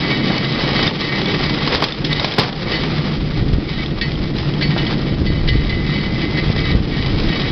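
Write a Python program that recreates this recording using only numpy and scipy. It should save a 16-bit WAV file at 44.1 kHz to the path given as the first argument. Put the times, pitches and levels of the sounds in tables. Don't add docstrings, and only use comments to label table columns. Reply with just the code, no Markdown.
import sys
import numpy as np
from scipy import signal
from scipy.fft import rfft, irfft
from scipy.io import wavfile
from scipy.ndimage import minimum_filter1d

SR = 44100
rng = np.random.default_rng(int(sys.argv[2]) if len(sys.argv) > 2 else 0)


def master_out(mix):
    frames = np.transpose(np.atleast_2d(mix))
    ceiling = np.clip(frames, -1, 1)
    pcm = np.round(ceiling * 32767).astype(np.int16)
    wavfile.write(sys.argv[1], SR, pcm)


N = 331191
T = np.arange(N) / SR

# time_s, level_db
RAIL_ROUGHNESS = [(0, -28.5), (.8, -25), (1.1, -26), (1.66, -28), (1.73, -21.5), (1.9, -25), (2.08, -34),
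                  (2.3, -17), (2.55, -28.5), (2.85, -27), (3.2, -33.5), (3.9, -35.5), (4.9, -30.5),
                  (5.3, -36), (6.68, -30.5), (6.85, -34), (7.0, -31), (7.51, -29)]
# start_s, length_s, level_db
FLANGE_RUBS = [(0, .72, -26), (.76, 0.11, -21), (.99, 0.2, -21.5), (1.25, 0.43, -28.5), (2.1, 0.096, -24),
               (2.66, .17, -29), (3.33, .08, -34.5), (3.68, 0.17, -31), (4.64, .24, -33.5),
               (5.04, 0.15, -36.5), (5.29, 0.15, -34), (5.49, .3, -33.5), (5.85, 0.21, -29.5),
               (6.16, 0.12, -28.5), (6.35, 0.1, -28.5), (6.57, .17, -26), (6.915, .19, -29),
               (7.26, 0.44, -28.5)]
# freq_hz, gain_db
FRAME_SPECTRUM = [(150, -26), (300, -1), (450, 4), (650, -3), (800, -1), (1000, -5.5), (1250, -3.5),
                  (1500, -7.5), (2200, -9.5), (3000, -11), (6000, -33)]
# freq_hz, gain_db
GRIT_SPECTRUM = [(600, -33), (1300, -23), (1700, -6.5), (2200, -2.5), (2750, -6), (3200, -0.5), (3900, -2),
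                 (4400, -3.5), (5000, -2), (6500, -11)]
def rolling():
    rough = undb(curve(RAIL_ROUGHNESS))
    rub = swells(FLANGE_RUBS, attack_s=0.033, release_s=0.06)
    hiss_gain = np.hypot(undb(1.22) * rough, undb(-3.5) * rub)
    ring_gain = np.hypot(undb(-9) * rough, rub)
    load = undb(1.55 * wander(55) + wander(170))
    roar = unit(colour(load * grains(per_s=4000, spread_db=-1), FRAME_SPECTRUM))
    crunch = load * undb(wander(60)) * grains(per_s=7000, spread_db=4)
    hiss = unit(colour(crunch, GRIT_SPECTRUM))
    ringing = unit(wheel(load * grains(per_s=3000, spread_db=0)))
    return undb(1) * rough * roar + hiss_gain * hiss + ring_gain * ringing


# pitch_hz, t60_s, rolling_db, struck_db
WHEEL_MODES = [(1162, 0.04, 0, -12), (1615, 0.04, -6, -5), (1877, 0.17, -1, 0), (2014, 0.3, -3.5, -1),
               (2053, 0.14, -4, -3), (2256, 0.3, -3, -10), (2353, 0.06, -10, -5), (2613, 0.09, -7, -6),
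               (2957, 0.13, -9, -2), (2982, 0.09, -1, -6), (3225, 0.06, -5, -5), (3325, 0.06, -7, -3),
               (3620, 0.09, -9, -6), (3853, 0.12, -2, -10), (4005, 0.06, -8, -3), (4075, 0.09, -10, -7),
               (4461, 0.25, -10, -3), (4780, 0.08, -12, -6)]
def wheel(drive, struck=False):
    modes = [(hz, struck_db if struck else rolling_db, t60_s)
             for hz, t60_s, rolling_db, struck_db in WHEEL_MODES]
    return resonate(drive, modes)


# time_s, level_db
DECK_SHAKE = [(0, -20), (.25, -17.5), (.55, -19.5), (1.6, -20.5), (1.85, -27), (2.15, -20), (2.9, -22),
              (3.4, -23.5), (3.9, -24.5), (4.4, -22), (5.1, -18.5), (5.5, -23.5), (6.2, -21.5), (7.51, -21)]
# pitch_hz, gain_db, t60_s
DECK_MODES = [(144.7, 3, 0.11), (154.4, -1.5, 0.24), (204, -11, 0.067), (310, -6.5, .08)]
# freq_hz, gain_db
BOARD_SPECTRUM = [(30, -42.5), (70, -20), (125, 1), (200, 2.5), (260, -3), (335, -1.5), (400, -8.5),
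                  (520, -16.5), (700, -21.5), (1200, -42)]
def deck_rumble():
    shake = undb(curve(DECK_SHAKE) + 0.5 * wander(8.8))
    boom = unit(resonate(grains(per_s=3300, spread_db=3), DECK_MODES))
    drumming = unit(colour(grains(per_s=3000, spread_db=1), BOARD_SPECTRUM))
    return shake * (undb(-3.5) * boom + undb(-1) * drumming)


# start_s, crash_peak_db, thud_peak_db
JOINT_KNOCKS = [(0.301, -16, -6.5), (.637, -16, -11.5), (.792, -9, -7.5), (.8274, -3, -4.5),
                (.8664, -4.5, -17), (1.181, -9, -18), (1.495, -9.5, -12), (1.6749, -4.5, -7.5),
                (1.7233, -9.5, -10.5), (1.7474, -4.5, -10.5), (1.8224, -2.5, -3), (1.8398, 4.5, -13),
                (2.047, -2, -32), (2.1973, -4, -9), (2.229, -7, -22), (2.2445, 3, -1), (2.3797, -10, -1),
                (2.3838, 8.5, 7.5), (2.395, 9.5, -11), (2.409, 1, -14), (2.432, -0.5, -7),
                (4.3838, -11.5, -22.5), (4.763, -23, -7.5), (5.216, -25, -23)]
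# freq_hz, gain_db
THUD_SPECTRUM = [(40, -14.5), (120, 14), (220, 4.5), (330, 3), (480, 1), (700, 1), (1100, 0.5),
                 (2000, -9.5), (4000, -28.5)]
def joint_knocks():
    out = np.zeros(N)
    for start_s, crash_db, thud_db in JOINT_KNOCKS:
        crash = colour(burst(decay_s=0.0045, tail_db=-9.5, tail_s=0.039), GRIT_SPECTRUM)
        thud = colour(burst(decay_s=0.0036, tail_db=-11.5, tail_s=0.059), THUD_SPECTRUM)
        add(out, start_s, peak(crash, crash_db) + peak(thud, thud_db))
    return out


# start_s, strength_db, scrape_decay_s
FLANGE_STRIKES = [(.444, -14, 0.011), (1.4576, -18, .01), (2.1644, -12.5, 0.017), (2.7167, -10.5, 0.021),
                  (2.753, -12, .012), (4.012, -8, 0.014), (4.61, -10.5, 0.0092), (4.623, -8.5, 0.014),
                  (4.7771, -10, 0.013), (4.867, -14, 0.01), (5.2620, -15, .011), (5.284, -25, .015),
                  (5.475, -11, 0.0044), (5.4849, -8, 0.01), (5.6935, -14, 0.0075), (6.3716, -12, 0.012),
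                  (7.3161, -17, .015)]
def flange_strikes():
    blows, scrapes = np.zeros(N), np.zeros(N)
    for start_s, strength_db, decay_s in FLANGE_STRIKES:
        add(blows, start_s, undb([strength_db]))
        add(scrapes, start_s, undb(strength_db) * burst(decay_s, tail_db=-24, tail_s=0.057))
    ringing = wheel(undb(-17.5) * blows + undb(-40) * scrapes, struck=True)
    return ringing + undb(-2.5) * colour(scrapes, GRIT_SPECTRUM)


# start_s, peak_db, pitch_hz
JOLT_CLINKS = [(0.8739, -6, 3660), (1.2573, -5.5, 3420), (1.922, -4, 3600), (2.044, -11, 3320),
               (2.1292, 0.5, 3660), (2.196, -2.5, 3670), (2.319, 0.5, 3250), (2.528, -6, 3360),
               (3.86, -12, 3360), (4.1537, -16.5, 3130), (4.364, -18, 3920), (4.538, -14, 3330),
               (4.865, -10, 3200), (6.591, -14.5, 3200), (7.417, -10, 3210)]
def loose_fittings(faint_count=70):
    out = np.zeros(N)
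    rough_db = curve(RAIL_ROUGHNESS)
    for start_s, peak_db, pitch_hz in JOLT_CLINKS:
        add(out, start_s, peak(clink(pitch_hz), peak_db))
    for when, strength, pitch in rng.random((faint_count, 3)):
        i = int(when * N)
        peak_db = rough_db[i] + 5.5 + 4 * strength
        add(out, T[i], peak(clink(3100 + 800 * pitch), peak_db))
    return out


def clink(pitch_hz):
    tap = burst(decay_s=0.0025, tail_db=-21, tail_s=0.0039, size=2048)
    ringing = resonate(tap, [(pitch_hz, 0, 0.02)], size=2048)
    return unit(ringing) + undb(-2) * unit(tap)


# start_s, length_s, level_db
WHEEL_SONG = [(5.6, 1, -34)]
def wheel_song():
    tone = 0
    for (pitch_hz, *_), level_db in zip(WHEEL_MODES[3:5], (0, -4)):
        cycles = np.cumsum(pitch_hz + 3 * wander(50)) / SR
        tone += undb(level_db + 1.5 * wander(30)) * np.sin(2 * np.pi * cycles)
    scrape = unit(wheel(grains(per_s=3400, spread_db=3), struck=True))
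    return swells(WHEEL_SONG, attack_s=0.42, release_s=0.23) * (unit(tone) + undb(-5) * scrape)


# time_s, level_db
BREEZE_LEVEL = [(0, -30.5), (1.3, -31.5), (2.5, -27.5), (3.0, -26.5), (4.4, -26.5), (6.1, -24),
                (7.51, -23.5)]
# start_s, length_s, level_db
WIND_GUSTS = [(.05, .3, -37), (.72, 0.17, -30), (2.11, 0.21, -27), (2.8, 0.24, -36), (3.18, .16, -23),
              (3.37, .21, -15), (4.17, .26, -23.5), (5.16, .44, -17), (5.62, .22, -19.5), (6.45, 0.17, -19),
              (6.7, 0.077, -13.5), (6.96, 0.32, -20.5)]
# freq_hz, gain_db
WIND_SPECTRUM = [(12, 3.5), (28, 7), (70, 5), (120, 1.5), (250, -16.5), (450, -16.5), (800, -37.5),
                 (2000, -56)]
# time_s, peak_db
EDDY_POPS = [(3.424, -11), (3.461, -10), (3.531, -9.5), (3.581, -5), (4.078, -17), (5.121, -7.5),
             (5.214, -7), (5.299, -7), (5.552, -5), (5.768, -7), (6.498, -5.5), (6.748, -6), (6.788, -15),
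             (6.8, -7)]
def head_wind():
    gusts = swells(WIND_GUSTS, attack_s=0.064, release_s=0.027)
    strength = np.hypot(undb(curve(BREEZE_LEVEL)), gusts)
    turbulence = rng.standard_normal(N) * undb(1.3 * wander(40))
    out = strength * unit(colour(turbulence, WIND_SPECTRUM))
    for time_s, peak_db in EDDY_POPS:
        width_s = 0.0015 * undb(0.88 * rng.standard_normal())
        passage = (T[:2048] - 0.008) / width_s
        swing = -passage / (1 + passage ** 2) ** 2
        add(out, time_s - 0.004, peak(swing, peak_db))
    return out


def undb(db):
    return 10 ** (np.asarray(db) / 20)


def unit(x):
    return x / np.sqrt(np.mean(x ** 2))


def peak(x, db):
    return x * undb(db) / np.abs(x).max()


def add(track, start_s, x):
    i = max(int(start_s * SR), 0)
    track[i:i + len(x)] += x[:N - i]


def curve(points):
    return np.interp(T, *np.transpose(points))


def swells(events, attack_s, release_s):
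    gain = np.zeros(N)
    for start_s, length_s, level_db in events:
        rise = np.clip((T - start_s) / attack_s + 0.5, 0, 1)
        fall = np.clip((start_s + length_s - T) / release_s + 0.5, 0, 1)
        gain += undb(level_db) * rise * fall
    return gain


def wander(rate_hz):
    knots = rng.standard_normal(4096)
    return np.sqrt(1.5) * np.interp(T * rate_hz, np.arange(len(knots)), knots)


def grains(per_s, spread_db):
    impacts = (rng.random(N) < per_s / SR) * rng.standard_normal(N)
    return unit(impacts * undb(spread_db * rng.standard_normal(N)))


def burst(decay_s, tail_db, tail_s, size=12000):
    t = T[:size]
    return rng.standard_normal(size) * (np.exp(-t / decay_s) + undb(tail_db) * np.exp(-t / tail_s))


def resonate(drive, modes, size=16384):
    t = T[:size]
    response = sum((-1) ** k * undb(db - 60 * t / t60_s) * np.cos(2 * np.pi * hz * t)
                   for k, (hz, db, t60_s) in enumerate(modes))
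    return signal.fftconvolve(drive, response)[:len(drive)]


def colour(x, spectrum, size=4096):
    hz, db = np.transpose(spectrum)
    bins_hz = np.maximum(np.fft.rfftfreq(size, 1 / SR), 1)
    gain = undb(np.interp(np.log(bins_hz), np.log(hz), db))
    cepstrum = irfft(np.log(gain))
    cepstrum[1:size // 2] *= 2
    cepstrum[size // 2 + 1:] = 0
    response = irfft(np.exp(rfft(cepstrum)))
    return signal.fftconvolve(x, response)[:len(x)]


def lowpass(x, hz):
    return signal.sosfilt(signal.ellip(8, 0.2, 70, hz, fs=SR, output="sos"), x)


def limiter(x, limit_db=-2, max_cut_db=8.5, attack_s=0.006, hold_s=0.11, recover_db_per_s=54.5):
    over_db = np.clip(20 * np.log10(np.abs(x) + 1e-9) - limit_db, 0, max_cut_db)
    half_hold = int(hold_s * SR / 2)
    held_db = -minimum_filter1d(-over_db, 2 * half_hold + 1, origin=half_hold)
    recovery_db = recover_db_per_s * T
    cut_db = np.maximum.accumulate(held_db + recovery_db) - recovery_db
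    step = 1 / (attack_s * SR)
    smooth_cut_db = signal.lfilter([step], [1, step - 1], cut_db)
    return x * undb(-smooth_cut_db)


def scene():
    running = rolling() + wheel_song() + deck_rumble()
    hits = joint_knocks() + flange_strikes() + loose_fittings()
    return (running + hits + head_wind())[None]


# freq_hz, gain_db
MIC_RESPONSE = [(10, -9), (25, 0.5), (5050, 0.5), (5300, -2.5), (5520, -12), (5750, -9.5), (6000, -17),
                (6300, -36)]
def record(dry):
    full_scale = 0.72
    ducked = limiter(dry[0])
    rounded = ducked / (1 + (ducked / full_scale) ** 6) ** (1 / 6)
    dull = lowpass(colour(rounded, MIC_RESPONSE), hz=6150)
    clipped = np.clip(dull, -full_scale, full_scale)
    return lowpass(clipped, hz=16000)[None]


dry = scene()
out = record(dry)
master_out(out)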